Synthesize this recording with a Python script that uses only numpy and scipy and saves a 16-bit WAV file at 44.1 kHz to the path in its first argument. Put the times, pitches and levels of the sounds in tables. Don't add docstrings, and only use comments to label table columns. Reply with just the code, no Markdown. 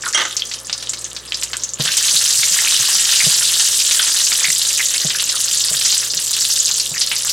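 import sys
import numpy as np
from scipy import signal
from scipy.fft import rfft, irfft
from scipy.io import wavfile
from scipy.ndimage import uniform_filter1d, minimum_filter1d

SR = 44100
rng = np.random.default_rng(int(sys.argv[2]) if len(sys.argv) > 2 else 0)


def bounce(signal):
    frames = np.transpose(np.atleast_2d(signal))
    limited = np.clip(frames, -1, 1)
    pcm = np.round(limited * 32767).astype(np.int16)
    wavfile.write(sys.argv[1], SR, pcm)


N = 322812

# time in seconds, level in dB before the coarse and spray balance.
STIRRED_LEVEL = [(1.79, -22.5), (2.06, -15), (2.5, -15), (3.3, -13.5), (3.45, -14.5), (4.1, -15),
                 (4.85, -17.5), (5.24, -20.5), (5.5, -17), (5.97, -16), (6.12, -20.5), (6.53, -16),
                 (6.8, -19.5), (6.89, -22), (7.1, -20.5), (7.32, -18)]
# frequency in Hz, relative gain in dB.
SIZZLE_TONE = [(250, -45), (700, -15), (1100, -13.5), (1600, -6.5), (2400, -10), (3100, -1.5), (4500, 0.5),
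               (6500, 1.5), (8000, -.5), (9000, -6), (11000, -11), (13000, -21), (16000, -19.5)]
# time in seconds, level in dB.
SIMMER_LEVEL = [(0, -26), (.5, -30.5), (.63, -32.5), (1.12, -33), (1.25, -35), (1.4, -30), (1.78, -36)]
# start in seconds, peak in dB before the pop tone, pitch in Hz, # cycles until 60 dB down, bowl echo in dB
SHARP_POPS = [(0.0865, -8, 7050, 7, 8), (0.3672, -1.5, 5900, 9, 5), (0.395, -9, 4430, 8, 11),
              (0.4208, -1, 3230, 24, -1), (0.5139, -8.5, 3780, 2.6, 10), (0.538, -8, 5290, 4, 13),
              (0.6968, -5.5, 2750, 2.2, 3), (0.7285, -0.5, 4860, 7.8, 3), (0.8265, -10, 4730, 1.4, 7),
              (0.872, -11.5, 3500, 8.8, -3), (0.894, -5, 7300, 14, 4), (0.934, -7.5, 4900, 2, 17),
              (1.0438, -9.5, 6450, 29, 0), (1.165, -9.5, 3920, 4, 4), (1.3219, -2, 3040, 6.4, -1),
              (1.344, -5, 4850, 12, 5), (1.414, -13.5, 8900, 5, 1), (1.4257, -7.5, 3180, 3.7, -3),
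              (1.4337, -0.5, 7500, 3.4, 2.5), (1.5324, -3.5, 3080, 1.3, 6), (1.5688, -6, 8500, 7, -2),
              (1.6356, -4.5, 6500, 17, 15), (1.6912, -13, 6400, 16, 7), (1.736, -9, 7000, 27, 0),
              (1.8043, -8, 4270, 12, 7), (1.8543, -7, 8000, 18, -4), (1.8782, -1.5, 3330, 8, 4),
              (1.9691, 6, 7700, 3.1, 11), (2.163, 1.5, 4070, 15, 10), (2.4334, -1, 2180, 10, 0),
              (2.5888, -2, 2030, 19, 1), (2.7222, -1.5, 3660, 19, 3), (3.2044, 4.5, 2220, 14, -6),
              (3.9108, 0, 3280, 3, 6), (3.9934, 4.5, 3300, 14, 1), (4.3187, -1, 2400, 2.5, 10),
              (4.4425, 2.5, 2150, 18, 7), (5.1043, 2, 3060, 3.2, -2), (5.1977, 7, 3430, 4.6, -9),
              (5.2914, 7, 5030, 3.2, -5), (5.848, 13, 5670, 4, -1), (5.9247, 4.5, 4340, 4.3, 5),
              (6.5998, 4, 7000, 21, 2.5), (6.651, 5.5, 6490, 31, -11), (6.7417, -2, 7200, 15, -2),
              (6.7988, -1.5, 4760, 11, 8), (7.012, 10, 4700, 7.4, -1), (7.1154, 11.5, 2530, 3.3, -10.5)]
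# frequency in Hz, gain in dB.
POP_TONE = [(150, -15), (600, -14), (1200, -7), (3000, -0.5), (8000, 4), (9500, -4.5), (13000, -4),
            (16000, -16)]
# start in seconds, peak in dB before the pop tone, pitch in Hz.
SLOW_BUBBLES = [(0.036, -8, 1570), (0.0642, -2, 1300), (0.1353, -10, 1850), (1.5426, -12.5, 1490),
                (1.886, -7, 1700), (3.4185, -12, 1420), (3.996, -2, 1520), (4.7997, -2, 1950),
                (5.1484, -8, 1600)]
# start in seconds, thud peak in dB before the contact filter.
SPATULA_KNOCKS = [(1.797, -17), (1.848, -33), (2.135, -36), (2.385, -38), (2.51, -39), (2.796, -34),
                  (2.95, -40), (3.225, -38), (3.266, -19.5), (4.483, -35), (5.048, -20.5), (5.712, -28),
                  (6.135, -32), (6.165, -38), (6.913, -32)]
# frequency in Hz, relative level in dB, 60 dB decay in seconds.
WOK_MODES = [(143, 0, 0.18), (160, 15, 0.062), (204, -16, 0.045), (249, -8.5, 0.028), (336, -4, 0.097),
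             (393, -0.5, 0.074), (491, 3.5, 0.1), (629, 7, 0.068), (715, -11, 0.028), (830, 4, .04)]
# frequency in Hz, gain in dB.
CONTACT_TONE = [(30, -13), (80, -10), (125, 4), (600, 4), (900, -6.5), (2000, -36)]
# frequency in Hz, relative gain in dB.
RUB_TONE = [(40, -18.5), (90, -14), (140, 8.5), (180, 1), (250, -11), (480, -12), (700, -13.5), (1200, -18),
            (4000, -69)]
# start in seconds, length in seconds, highest possible crack peak
# in dB, central pitch in Hz.
SEED_CRUNCHES = [(2.623, 0.064, -3.5, 3290), (3.061, 0.083, -6, 3700), (3.206, 0.037, -11, 2340),
                 (4.063, .04, -10, 3540), (4.407, 0.098, -9, 2600), (4.777, .025, -9, 2630),
                 (4.948, .02, -13, 2600), (5.14, 0.082, -15, 2200), (5.32, .05, -21, 1480),
                 (5.801, 0.092, -14.5, 2700), (6.351, 0.059, -8, 3500), (6.941, 0.043, -15.5, 2340)]
# start in seconds, ring peak in dB, rattle peak in dB.
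BOUNCES = [(.146, 3.5, -8.5), (.176, -6.5, -7), (0.187, -33, -11), (.197, -23, -10), (0.203, -23, -11.5),
           (0.215, -32, -8), (.251, -19, -11)]
# frequency in Hz, relative level in dB, 60 dB decay in seconds.
UTENSIL_MODES = [(1160, -24, .18), (1238, -9.5, 0.42), (1560, -7.5, 0.47), (1520, -12, 0.19),
                 (2056, -7.5, 0.54), (2120, -2, 0.13), (2860, 1.5, 0.098), (3300, 4, 0.1), (3170, 6, 0.095),
                 (5755, 10.5, 0.045), (6440, 0, 0.084), (6460, 4, .06), (8053, 0, .06), (9530, 2.5, 0.045)]
# frequency in Hz, relative gain in dB.
RATTLE_TONE = [(150, -37), (250, -12.5), (1180, 1.5), (1890, 3.5), (2050, 3), (2510, -6), (3020, 4.5),
               (5270, -9.5), (6450, -4.5), (9830, -33), (14000, -52)]
# frequency in Hz, rms level in dB about which it wavers.
HUM_LINES = [(59.2, -54.5), (118.4, -52.5), (355.3, -57.5), (473.7, -59.5), (532.9, -55), (592.2, -62.5),
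             (1183, -63.5), (1302, -61.5), (1743, -56)]
# frequency in Hz, relative gain in dB.
AIR_TONE = [(25, -34), (60, -24), (100, -4), (160, 2), (280, 0.5), (400, 1), (520, 3.5), (750, -3.5),
            (1100, 1), (3000, -10.5), (8000, -53), (16000, -22)]
# frequency in Hz, side gain in dB.
STEREO_WIDTH = [(60, -32), (150, -84), (350, -46), (1500, -29), (5500, -11.5), (9000, -19.5), (14000, -101)]

STIR_S = 1.785
SIMMER_BURSTS_PER_S, FULL_BURSTS_PER_S, FULL_DB, DOUBLING_DB, HALVING_S = 380, 2900, -14, 3, 3.5
COARSE_DB, DRYING_DB_PER_S, PRESS_DB, PRESS_S = -.5, 1.02, 1.5, 0.037
PLUNGE_DB, PLUNGE_S = 7, .15
SPRAY_DB, SPRAY_WANDER_DB, WANDER_PER_S = 4, 0.7, 5
FIRM_DB, TILT_DB_PER_OCTAVE_PER_DB = -18.5, -0.2
RUB_DB, RUB_PER_DB, RUB_T60_S, RUB_DOUBLING_DB = -22.5, .6, .08, 18
UTENSIL_PAN_DB = -2.3
TOP_HZ = 16100


def frying(tick_db=-8, hiss_db=-13):
    t = np.arange(N) / SR
    since_stir = t - STIR_S
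    stirred_db, = curves(STIRRED_LEVEL)
    simmer_db, = curves(SIMMER_LEVEL)
    stirring = np.clip(since_stir / 0.018, 0, 1)
    doublings = (stirred_db - FULL_DB) / DOUBLING_DB - since_stir / HALVING_S
    rate = SIMMER_BURSTS_PER_S + stirring * FULL_BURSTS_PER_S * 2 ** doublings

    bubbles = swarm(rate, 1290, 14400, ring_t60=0.0022, echo_db=2.5, spread_db=4.5, count=60)
    ticks = swarm(0.046 * rate + 8, 8800, 13200, ring_t60=0.00071, echo_db=-13, spread_db=6.5,
                  largest=2.46, count=6)
    hiss = rng.standard_normal(N)
    mixture = bubbles + undb(tick_db) * ticks + undb(hiss_db) * hiss
    sound = unit(colour(mixture, SIZZLE_TONE))

    presses = [np.exp(-.5 * ((t - s - length / 2) / PRESS_S) ** 2) for s, length, _, _ in SEED_CRUNCHES]
    pressing = np.max(presses, axis=0)
    plunging = np.exp(-np.abs(since_stir) / PLUNGE_S)
    coarse_db = COARSE_DB - DRYING_DB_PER_S * since_stir + PRESS_DB * pressing + PLUNGE_DB * plunging
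    spray_db = SPRAY_DB + SPRAY_WANDER_DB * wander(WANDER_PER_S)
    coarse = signal.sosfiltfilt(signal.butter(2, 2600, fs=SR, output="sos"), sound)
    spray = signal.sosfiltfilt(signal.butter(2, 9500, "high", fs=SR, output="sos"), sound)
    stirred = sound + (undb(coarse_db) - 1) * coarse + (undb(spray_db) - 1) * spray
    return stirring * undb(stirred_db) * stirred + (1 - stirring) * undb(simmer_db) * sound


def swarm(rate, low_hz, high_hz, ring_t60, echo_db, spread_db, largest=3.3, count=60):
    out = np.zeros(N)
    expected = np.cumsum(np.maximum(rate, 1)) / SR / count
    for hz in np.linspace(low_hz, min(high_hz, .45 * SR), count):
        gap, size = rng.exponential(size=(1000, 2)).T
        at = np.searchsorted(expected, np.cumsum(gap))
        pulses = np.bincount(at, undb(spread_db * np.minimum(size, largest)), N + 1)[:N]
        spot_db = 3 * rng.standard_normal()
        sound = burst(hz, ring_t60 * hz, echo_db + spot_db, swell_cycles=0.48)
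        out += signal.oaconvolve(pulses, sound / np.linalg.norm(sound))[:N]
    power = uniform_filter1d(out ** 2, SR // 4)
    return out / np.sqrt(power + 0.0072 * power.mean())


def burst(hz, cycles, echo_db, bowl_t60=0.077, swell_cycles=0.55):
    t = seconds(.05)
    swell = 1 - np.exp(-t * hz / max(swell_cycles, .1))
    direct = np.sin(2 * np.pi * hz * t) * swell * fade(t, max(cycles, 1) / hz)
    echoes = signal.fftconvolve(direct, tail(bowl_t60))
    sound = echoes * undb(echo_db) * np.linalg.norm(direct) / np.linalg.norm(echoes)
    sound[:len(t)] += direct
    return sound


def pops():
    out = np.zeros(N)
    for s, db, hz, cycles, echo_db in SHARP_POPS:
        add(out, s, loud(burst(hz, cycles, echo_db, swell_cycles=0.3), db, crest_db=12.5))
    for s, db, hz in SLOW_BUBBLES:
        add(out, s, loud(burst(hz, cycles=10.3, echo_db=12, bowl_t60=0.1), db, crest_db=10.0))
    return colour(out, POP_TONE)


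def spatula():
    thuds, rubs = np.zeros(N), np.zeros(N)
    lowest_hz = WOK_MODES[0][0]
    for s, db in SPATULA_KNOCKS:
        force_db = db - FIRM_DB
        tilt_db = TILT_DB_PER_OCTAVE_PER_DB * force_db
        modes = [(hz, mode_db + tilt_db * np.log2(hz / lowest_hz), t60) for hz, mode_db, t60 in WOK_MODES]
        add(thuds, s, peak(ring(modes, scatter_db=1.5), db))
        rub_t60 = min(RUB_T60_S * 2 ** (-force_db / RUB_DOUBLING_DB), 1)
        rub = colour(tail(rub_t60), RUB_TONE)
        add(rubs, s, peak(rub, RUB_DB + RUB_PER_DB * force_db))
    return colour(thuds, CONTACT_TONE) + rubs


def seeds(count=6):
    out = np.zeros(N)
    for s, length, db, hz in SEED_CRUNCHES:
        for k, (delay, pitch, size) in enumerate(rng.random((count, 3))):
            crack = burst(hz * np.exp(.6 * (pitch - .5)), cycles=18.3, echo_db=-9)
            add(out, s + length * (k + delay) / count, peak(crack, db - 7 * size))
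    return out


def utensil():
    out = np.zeros(N)
    for s, ring_db, rattle_db in BOUNCES:
        rattle = colour(tail(t60=.1), RATTLE_TONE)
        add(out, s, peak(ring(UTENSIL_MODES, scatter_db=0.5), ring_db))
        add(out, s, loud(rattle, rattle_db, crest_db=7.5))
    return out


def kitchen(air_db=-45, waver_db=1.9):
    t = np.arange(N) / SR
    knots = np.linspace(0, t[-1], 30)
    hum = 0
    for hz, db in HUM_LINES:
        waver = np.interp(t, knots, rng.standard_normal(len(knots)))
        amplitude = np.sqrt(2) * undb(db + waver_db * waver)
        hum = hum + amplitude * np.sin(2 * np.pi * (hz * t + rng.random()))
    return hum + undb(air_db) * unit(colour(rng.standard_normal(N), AIR_TONE))


def ring(modes, scatter_db):
    t = seconds(.5)
    out = np.zeros(len(t))
    for hz, db, t60 in modes:
        weight = undb(db + scatter_db * rng.standard_normal()) * rng.choice([-1, 1])
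        out += weight * np.sin(2 * np.pi * hz * t) * fade(t, t60)
    return out


def tail(t60):
    t = seconds(min(t60, 2))
    echoes = rng.standard_normal(len(t)) * fade(t, t60)
    return echoes / np.linalg.norm(echoes)


def colour(x, points, size=4096):
    hz, db = np.transpose(points)
    bins = np.maximum(np.fft.rfftfreq(size, 1 / SR), 1)
    cepstrum = irfft(np.log(undb(np.interp(np.log(bins), np.log(hz), db))))
    response = irfft(np.exp(rfft(2 * cepstrum[:size // 2], size) - cepstrum[0]))
    return signal.oaconvolve(x, response)[:len(x)]


def wander(rate):
    turns = rng.standard_normal(1000)
    return np.interp(np.arange(N) / SR * rate, np.arange(len(turns)), turns)


def loud(x, db, crest_db=9):
    power = uniform_filter1d(x ** 2, SR // 200, mode="constant")
    return x * undb(db - crest_db) / np.sqrt(power.max())


def peak(x, db):
    return x * undb(db) / np.abs(x).max()


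def unit(x):
    return x / np.sqrt(np.mean(x ** 2))


def undb(db):
    return 10 ** (np.asarray(db) / 20)


def fade(t, t60):
    return np.exp(-np.log(1000) * t / max(t60, 1e-4))


def seconds(length):
    return np.arange(int(length * SR)) / SR


def curves(table):
    s, *columns = np.transpose(table)
    return [np.interp(np.arange(N) / SR, s, c) for c in columns]


def add(track, s, sound):
    start = max(int(s * SR), 0)
    track[start:start + len(sound)] += sound[:N - start]


def scene(room_db=-15, far_room_db=-12, air_side_db=-63):
    near = frying() + pops() + spatula() + seeds()
    far = utensil()
    room = np.pad(tail(t60=.35), (SR // 100, 0))
    walls = signal.oaconvolve(undb(room_db) * near + undb(far_room_db) * far, room)[:N]
    mid = near + far + walls
    spot = unit(uniform_filter1d(rng.standard_normal(N), SR // 100))
    side = colour(signal.oaconvolve(mid * spot, tail(t60=0.028))[:N], STEREO_WIDTH)
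    side = side + undb(air_side_db) * unit(colour(rng.standard_normal(N), AIR_TONE))
    side = side + far * np.tanh(np.log(undb(UTENSIL_PAN_DB)) / 2)
    mid = mid + kitchen()
    return np.array([undb(-0.13) * (mid + side), undb(0.1) * (mid - side)])


def record(dry):
    need = np.minimum(1, .88 / (np.abs(dry).max(axis=0) + 1e-9))
    gain = uniform_filter1d(minimum_filter1d(need, SR // 300), SR // 300)
    return signal.sosfilt(signal.ellip(10, .2, 80, TOP_HZ, fs=SR, output="sos"), dry * gain)


dry = scene()
out = record(dry)
bounce(out)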